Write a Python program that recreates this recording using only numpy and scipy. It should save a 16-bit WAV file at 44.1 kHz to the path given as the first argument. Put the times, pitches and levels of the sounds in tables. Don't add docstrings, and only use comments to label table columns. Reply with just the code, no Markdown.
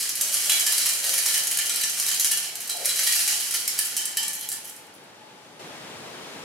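import sys
import numpy as np
from scipy import signal
from scipy.fft import rfft, irfft
from scipy.io import wavfile
from scipy.ndimage import uniform_filter1d

SR = 44100
rng = np.random.default_rng(int(sys.argv[2]) if len(sys.argv) > 2 else 0)


def put_to_file(sound):
    columns = np.atleast_2d(sound).T
    safe = np.clip(columns, -1, 1)
    whole_steps = np.round(safe * 32767)
    wavfile.write(sys.argv[1], SR, whole_steps.astype(np.int16))


N = 284004


def amp(db):
    return 10 ** (np.asarray(db) / 20)


def evened(x):
    return x / np.sqrt(np.mean(x ** 2) + 1e-20)


def read(points, hz):
    f, value = np.transpose(points)
    return np.interp(np.log(hz + 1), np.log(f + 1), value)


def colour(x, db_at):
    n = x.shape[-1]
    return irfft(rfft(x) * amp(db_at(np.fft.rfftfreq(n, 1 / SR))), n)


def add(mix, s, sound):
    part = mix[round(s * SR):][:len(sound)]
    part += sound[:len(part)]


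def octaves(hz):
    return np.log2(np.clip(hz, 1600, 11500) / 6000)


# (frequency [Hz], relative density [dB per Hz])
AIR_SPECTRUM = [(30, -9), (75, -50), (118, -5), (200, -3.5), (290, -2.5), (500, -2.5), (1390, -7.5),
                (3490, -10.5), (4300, -12.5), (9970, -21), (16000, -34.5)]
# (frequency [Hz], correlation [-1 to 1])
AIR_LIKENESS = [(60, 0.81), (130, 1), (290, 0.74), (640, 0.58), (1410, 0.24), (3100, 0.47), (6820, 0.22),
                (15000, 0.12)]
AIR_LEAD_S = 4 / SR
FLOOR_DB, FLOOR_RISE_DB_PER_S, FLOOR_RISE_FROM_S = -50, 2, 4.52
FLOOR_STEP_S, FLOOR_STEP_DB = 5.595, 7


def ventilation(patchy_db=0.5):
    frames, hz = N // 256 + 5, np.fft.rfftfreq(1024, 1 / SR)
    a, b, c, d, patches = rng.standard_normal((frames, 513, 5)).T
    patches = uniform_filter1d(patches, size=12, axis=0)
    patches = evened(uniform_filter1d(patches, size=10, axis=1))
    same = np.clip(read(AIR_LIKENESS, hz), -1, 1)[:, None]
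    left = a + 1j * b
    later = left * np.exp(-2j * np.pi * hz * AIR_LEAD_S)[:, None]
    right = same * later + np.sqrt(1 - same ** 2) * (c + 1j * d)
    z = np.array([left, right]) * amp(read(AIR_SPECTRUM, hz)[:, None] + patchy_db * patches)
    noise = signal.istft(z, nperseg=1024, noverlap=768)[1][:, :N]

    t = np.arange(N) / SR
    rise_db = FLOOR_RISE_DB_PER_S * np.maximum(t - FLOOR_RISE_FROM_S, 0)
    level_db = FLOOR_DB + rise_db + FLOOR_STEP_DB * (t > FLOOR_STEP_S)
    port_db = np.array([[.8], [-.8]])
    return amp(level_db + port_db) * evened(noise)


# (frequency [Hz], time to fall 60 dB [s])
WALL_DECAY = [(400, 0.33), (1500, 0.56), (4000, 0.5), (9000, 0.43), (15000, 0.43)]
# (frequency [Hz], level [dB])
REFLECTED = [(500, -4), (1000, 3), (2000, 2.5), (4000, 3.5), (6500, 3.5), (9000, 0), (14000, -2)]


def tail(gap=0.005):
    taps = np.zeros((2, SR))
    slots = np.arange(0, SR - 20, 20)
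    places = slots + rng.integers(0, 20, (2, len(slots)))
    np.put_along_axis(taps, places, rng.choice([-1., 1.], (2, len(slots))), 1)
    hz, t, z = signal.stft(taps, SR, nperseg=256)
    t60 = read(WALL_DECAY, hz)[:, None]
    z = z * amp(read(REFLECTED, hz)[:, None] - 60 * t / t60) / np.sqrt(t60)
    out = signal.istft(z, SR, nperseg=256)[1]
    after_gap = np.arange(out.shape[1]) > gap * SR
    return out * np.sqrt(20 * 6 * np.log(10) / SR) * after_gap


def lab(x, count=10):
    turn = np.arange(N) / SR * 5
    away = [abs((turn - k + count / 2) % count - count / 2) for k in range(count)]
    shares = [np.cos(np.pi / 2 * np.minimum(a, 1)) for a in away]
    reflected = sum(signal.fftconvolve((x * share)[None], tail(), axes=1)[:, :N] for share in shares)
    return x + reflected


# (frequency [Hz], width [Hz])
PAN_MODES = [(420, 40), (500, 8), (570, 12), (700, 15.5), (860, 68)]
# (time [s], rumble level [dB], pitch [Hz], fall [dB per s])
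SLIDING_LOADS = [(.22, -52.5, 614, 2), (.48, -47.5, 650, 26), (.8, -52, 670, 54), (1.07, -43.5, 602, 45),
                 (1.39, -49, 655, 46), (1.95, -58, 670, 30), (2.2, -63, 714, 27), (2.75, -44, 710, 150),
                 (2.81, -39.5, 616, 116), (3.02, -45.5, 600, 202), (3.17, -52.5, 700, 42),
                 (3.32, -51.5, 700, 82), (3.54, -55, 750, 120), (3.87, -57, 770, 45), (4.2, -51.5, 844, 85)]
SLIDE_RISE_DB_PER_S = 214


def pan(reach_hz=220):
    s, rumble_db, pitch_hz, fall = np.transpose(SLIDING_LOADS)
    hz, at, z = signal.stft(rng.standard_normal(N), SR, nperseg=2048)
    modes = np.sqrt(sum(1 / (1 + (2 * (hz - f) / width) ** 2) for f, width in PAN_MODES))[:, None]
    off_pitch_hz = hz[:, None] - np.interp(at, s, pitch_hz)
    z = z * modes / (1 + (2 * off_pitch_hz / reach_hz) ** 2)
    scrape = signal.istft(z, SR, nperseg=2048)[1][:N]
    since = np.arange(N) / SR - s[:, None]
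    swell_db = rumble_db[:, None] + np.minimum(SLIDE_RISE_DB_PER_S * since, -fall[:, None] * since)
    return evened(scrape) * amp(swell_db.max(0))


# (time [s], relative flow [dB])
POUR_FLOW = [(0, -15), (.13, -29.5), (.22, -19), (.58, -19.5), (.78, -18), (1.0, -21), (1.3, -17),
             (1.42, -22.5), (1.86, -22.5), (2.0, -20), (2.4, -27), (2.46, -22.5), (2.52, -31.5),
             (2.66, -30), (2.84, -24.5), (2.9, -21.5), (3.08, -15.5), (3.52, -21.5), (3.65, -27),
             (3.95, -26), (4.22, -33), (4.4, -36), (4.84, -48.5), (5.3, -79)]
FULL_DB, FULL_TILT_DB, TILT_PER_FLOW = -19, -0.5, 0.24


def stream(count=28, grit_per_s=300, spread_db=4.5, grit_db=-3, sand_db=-5, ring_db=-6, snap_db=3,
           sand_per_s=8000, tick_db=0.0):
    s, flow_db = np.transpose(POUR_FLOW)
    tilt_db = FULL_TILT_DB + TILT_PER_FLOW * (flow_db - FULL_DB)
    size = amp(spread_db * np.minimum(rng.exponential(1, N), 3)) * (rng.random(N) < grit_per_s / SR)
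    spot = rng.integers(0, count, N)
    flow = amp(np.interp(np.arange(N) / SR, s, flow_db, right=-120))

    grit = np.zeros(N)
    for k in range(count):
        woken_hz = 2000 * 2 ** rng.normal(0.475, 0.86, size=2)
        hit = strike(ring_db, 0, snap_db, woken_hz)
        grit += signal.oaconvolve(size * (spot == k), hit)[:N]

    ticks = rng.standard_normal(N) * amp(tick_db * np.minimum(rng.exponential(1, N), 3))
    ticks *= rng.random(N) < sand_per_s / SR
    sand = colour(ticks, lambda hz: read(MESH_COLOUR, hz))
    both = amp(grit_db) * evened(grit) + amp(sand_db) * evened(sand)
    hz, at, z = signal.stft(both, SR, nperseg=256)
    z = z * amp(octaves(hz)[:, None] * np.interp(at, s, tilt_db))
    return flow * signal.istft(z, SR, nperseg=256)[1][:N]


# (frequency [Hz], relative level [dB])
MESH_COLOUR = [(300, -31.5), (1000, -18), (1600, -10), (2400, -6.5), (2620, -9), (3000, -4), (3500, -8),
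               (4200, -3.5), (7000, -1.5), (11000, 1.5), (13000, -5), (16000, -16.5)]
# (frequency [Hz], relative level [dB], time to fall 60 dB [s])
FRAME_MODES = [(1175, -15, .15), (1405, -9, .2), (1750, -4, .12), (1880, -7, .15), (2304, -5, .16),
               (2390, -4, .12), (2750, -6, .14), (2878, -6, .16), (3000, -5, .14), (3073, -1, .16),
               (3220, -5, .14), (3352, -5, .18), (3645, -9, .12), (3950, -3, .12), (3995, -3, .15),
               (4180, -4, .12), (4370, -5, .12), (4990, -5, .08), (5223, -5, .1), (5477, -2, .1),
               (5770, -5, .06), (6430, -3, .07), (8068, 0, .12), (8810, -3, .07), (9242, -3, .07),
               (9790, -3, .05), (10740, -3, .05), (11000, -2, .07), (12365, -5, .07)]
WAKE_DB, WAKE_OCTAVES = 10, 0.088


def strike(ring_db, tilt_db, snap_db, woken_hz, snap=0.03, rattle=0.14, bounce_db=3.0, chip_db=2.5,
           split=0.0035):
    t = np.arange(SR // 4) / SR
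    lumps_db = 2.2 * rng.standard_normal(24)
    lumps_hz = np.linspace(0, SR / 2, 24)
    chips = rng.standard_normal(len(t)) * amp(chip_db * np.minimum(rng.exponential(1, len(t)), 5))
    noise = colour(chips, lambda hz: read(MESH_COLOUR, hz) + tilt_db * octaves(hz)
                   + np.interp(hz, lumps_hz, lumps_db))
    bounces = np.interp(t, np.linspace(0, .25, 90), rng.standard_normal(90))
    snap_fade = amp(snap_db - 60 * t / snap)
    rattle_fade = amp(bounce_db * bounces - 60 * t / rattle)
    crack = evened(noise) * (snap_fade + rattle_fade) / 5

    hz, db, t60 = np.transpose(FRAME_MODES)[:, :, None]
    luck = rng.standard_normal((2, len(FRAME_MODES), 1))
    spread_db, chatter, loosen = 2, 1.8, .04
    knots = rng.standard_normal((len(FRAME_MODES), 22))
    beats = 1 + chatter * np.minimum(t / loosen, 1) * knots[:, (t * 4 * 22).astype(int)]
    beats = uniform_filter1d(beats, size=200, axis=1)
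    nearness = np.exp(-(np.log2(hz / woken_hz) / WAKE_OCTAVES) ** 2)
    wake_db = WAKE_DB * nearness.max(1, keepdims=True)
    ring = amp(db + wake_db + spread_db * luck[0] - 60 * t / t60) * beats
    ring = ring * np.sin(2 * np.pi * hz * (1 + split * luck[1]) * t)
    rise = 0.0016 * amp(-1.3 * snap_db)
    return (crack + amp(ring_db) * ring.mean(0)) * np.minimum(t / rise, 1)


# (time [s], relative blow [dB], relative ring of the frames [dB],
# first snap over the rattle [dB], first woken place in the ring [Hz], second woken place [Hz])
LOUD_STONES = [(0.0892, -13.5, -23, -5, 6430, 1880), (0.1519, -11.5, -27, -5, 2410, 4990),
               (0.2107, -10, -20, 7.5, 8068, 2304), (0.3227, -9.5, -11, -5, 6430, 3073),
               (0.3416, -17.5, -15, 15.5, 3073, 5477), (0.4548, -12.5, 1, -3, 5477, 3170),
               (0.495, -5, 0, -1, 3460, 4060), (0.5178, -9.5, 1.5, -3, 3970, 2310),
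               (0.595, -10.5, -13, 1, 3073, 4180), (0.6627, -4.5, -6.5, -6, 1750, 3073),
               (0.7209, -9.5, -5, -0.5, 3970, 3073), (0.7804, -17, -3, 16, 4020, 8068),
               (0.8136, -14, 3, 0, 3970, 5477), (.857, -8, -12, -1, 1750, 3950),
               (0.8869, -7.5, -11, -8.5, 2390, 9790), (.932, -15, -14, -1, 8068, 3970),
               (1.041, -12, -6, 2, 3940, 3352), (1.0916, -12.5, -1, 4, 1880, 3060),
               (1.139, -12.5, -12, 9, 3073, 1750), (1.177, -8, -15, -4.5, 11200, 3970),
               (1.2603, -9.5, -5, 4.5, 3970, 4280), (1.284, -12, -1, -1, 1750, 3970),
               (1.3395, -8.5, -1, 0.5, 1750, 2980), (1.3761, -9.5, -9, -3, 1750, 3220),
               (1.435, -13.5, -5, -1, 1750, 6430), (1.4697, -12, -16, 1, 1750, 3352),
               (1.51, -8, -6, -8, 1750, 3050), (1.5724, -22.5, -4, 19, 1750, 4990),
               (1.5873, -15, 7, 10, 1720, 3000), (1.6584, -18.5, -7, 7.5, 5477, 2750),
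               (1.695, -17, 8, 7.5, 8068, 2390), (1.7589, -13.5, -4, 4, 3000, 1405),
               (1.812, -15, -3, 5.5, 3930, 1750), (1.8346, -11.5, 0.5, 3, 2980, 1800),
               (1.8962, -15.5, -11, 2, 5400, 3100), (1.9987, -16, -6, 10, 3073, 4990),
               (2.0635, -17, -21, 8, 4990, 2878), (2.0843, -14.5, -1, 7, 3100, 1750),
               (2.1141, -13, -8, 0, 3073, 8068), (2.1437, -13.5, -18, 4, 4180, 1880),
               (2.196, -5.5, -8, -1, 3352, 4180), (2.2436, -7, -14, -6, 2878, 1750),
               (2.258, -12.5, -10, 4, 4370, 3073), (2.312, -9.5, 0, -1, 1750, 2780),
               (2.317, -17.5, -4, 12.5, 1730, 2780), (2.3725, -13.5, -4, 5.5, 3950, 3020),
               (2.5538, -24.5, -17, 11.5, 2878, 3073), (2.601, -16.5, -24, -7, 3073, 8068),
               (2.6747, -29, -8, 15, 1750, 3970), (2.6935, -11, 0, -4, 4000, 8068),
               (2.7685, -25.5, -8, 11, 3970, 11000), (2.8472, -14, 1, 2, 4300, 2370),
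               (2.856, -17, -15, 15, 4180, 3950), (2.8873, -10, 3.5, -8, 3970, 8068),
               (2.9576, -14, 3, -1, 3300, 3970), (2.9903, -10.5, -8, 2, 1750, 5477),
               (3.0325, -9.5, -15, -1.5, 4370, 8068), (3.066, -8, 3, -7, 3250, 1930),
               (3.074, -15, 1, 6, 3250, 4180), (3.123, -10, -8, 2.5, 3352, 3073),
               (3.2038, -12.5, -5, 1, 1900, 4200), (3.2745, -7.5, -7, -4, 1880, 2840),
               (3.334, -16.5, 0, -2, 3100, 2820), (3.4, -16, -2.5, 0, 3073, 4700),
               (3.5079, -14.5, -8, 0, 3073, 2878), (3.5379, -5.5, -13, -9, 3970, 3000),
               (3.599, -17.5, -4, -7, 3100, 2260), (3.677, -11, -14, 7, 3352, 1880),
               (3.778, -14, -5, -1, 1750, 1880), (3.7894, -10.5, -7, 7.5, 1750, 3073),
               (3.8461, -10.5, -15, -9, 5440, 1750), (3.966, -10, -8.5, 2.5, 3000, 2770),
               (4.055, -21.5, -3, 14, 1760, 3050), (4.17, -9, 0, 3.5, 1750, 2970),
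               (4.2283, -16, 3, 1, 8068, 2304), (4.2806, -20, 0.5, 11.5, 1740, 4300),
               (4.3311, -15, -8, -3.5, 1750, 11000), (4.392, -25, -6, 1, 4180, 11000),
               (4.409, -19, -1.5, -3, 4200, 3400), (4.43, -23, -2, -2, 11000, 3000),
               (4.488, -17.5, -14, 3.5, 3970, 5477), (4.5157, -13, -7.5, -4, 1770, 5477),
               (4.641, -20.5, -9, -12, 3050, 5477), (4.6716, -27, -13, -3, 2878, 4700),
               (4.696, -31, -13, 10, 4370, 5500), (4.763, -35, -9, 9, 3073, 5477),
               (4.8674, -53, -3, 14, 3073, 8068), (4.938, -45.5, -6, 6, 8068, 11000),
               (4.95, -42, -14, 5, 8068, 11000), (5.039, -51, -15, 5, 8068, 11000)]
STONE_TILT_DB, TILT_PER_BLOW = 1.5, -0.12
CUSHION_PER_FLOW, BARE_DB = -0.36, -26.5
COVERED_S = 0.71


def stones():
    out = np.zeros(N)
    for s, db, ring_db, snap_db, *woken_hz in LOUD_STONES:
        flow_db = np.interp(s, *np.transpose(POUR_FLOW))
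        cover_db = max(flow_db - BARE_DB, 0) * min(s / COVERED_S, 1) ** 2
        tilt_db = STONE_TILT_DB + TILT_PER_BLOW * db + CUSHION_PER_FLOW * cover_db
        add(out, s, amp(db) * strike(ring_db, tilt_db, snap_db, woken_hz))
    return out


# (frequency [Hz], width [Hz], level [dB])
SIEVE_DIP = (3520, 80, -10)
# (frequency [Hz], left minus right [dB])
PORT_COLOUR = [(60, -18), (110, -18), (200, -5), (380, 5), (700, 1), (1290, 1), (2380, 0.0), (4400, -2.5),
               (8120, -1.5), (15000, 2)]


def scene():
    dip_hz, width, depth_db = SIEVE_DIP
    sieves = stones() + amp(-9.5) * stream()
    sieves = colour(sieves, lambda hz: depth_db * np.exp(-((hz - dip_hz) / width) ** 2))
    left, right = lab(sieves + pan())
    left = colour(left, lambda hz: read(PORT_COLOUR, hz) / 2)
    right = colour(right, lambda hz: -read(PORT_COLOUR, hz) / 2)
    return np.array([left, right]) + ventilation()


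EDGE_HZ = 15900


def record(dry):
    thin = signal.sosfilt(signal.butter(3, 80, "high", fs=SR, output="sos"), dry)
    low_pass = signal.firwin(511, EDGE_HZ, window=("kaiser", 9), fs=SR)
    return signal.oaconvolve(thin, low_pass[None], "same")


dry = scene()
out = record(dry)
put_to_file(out)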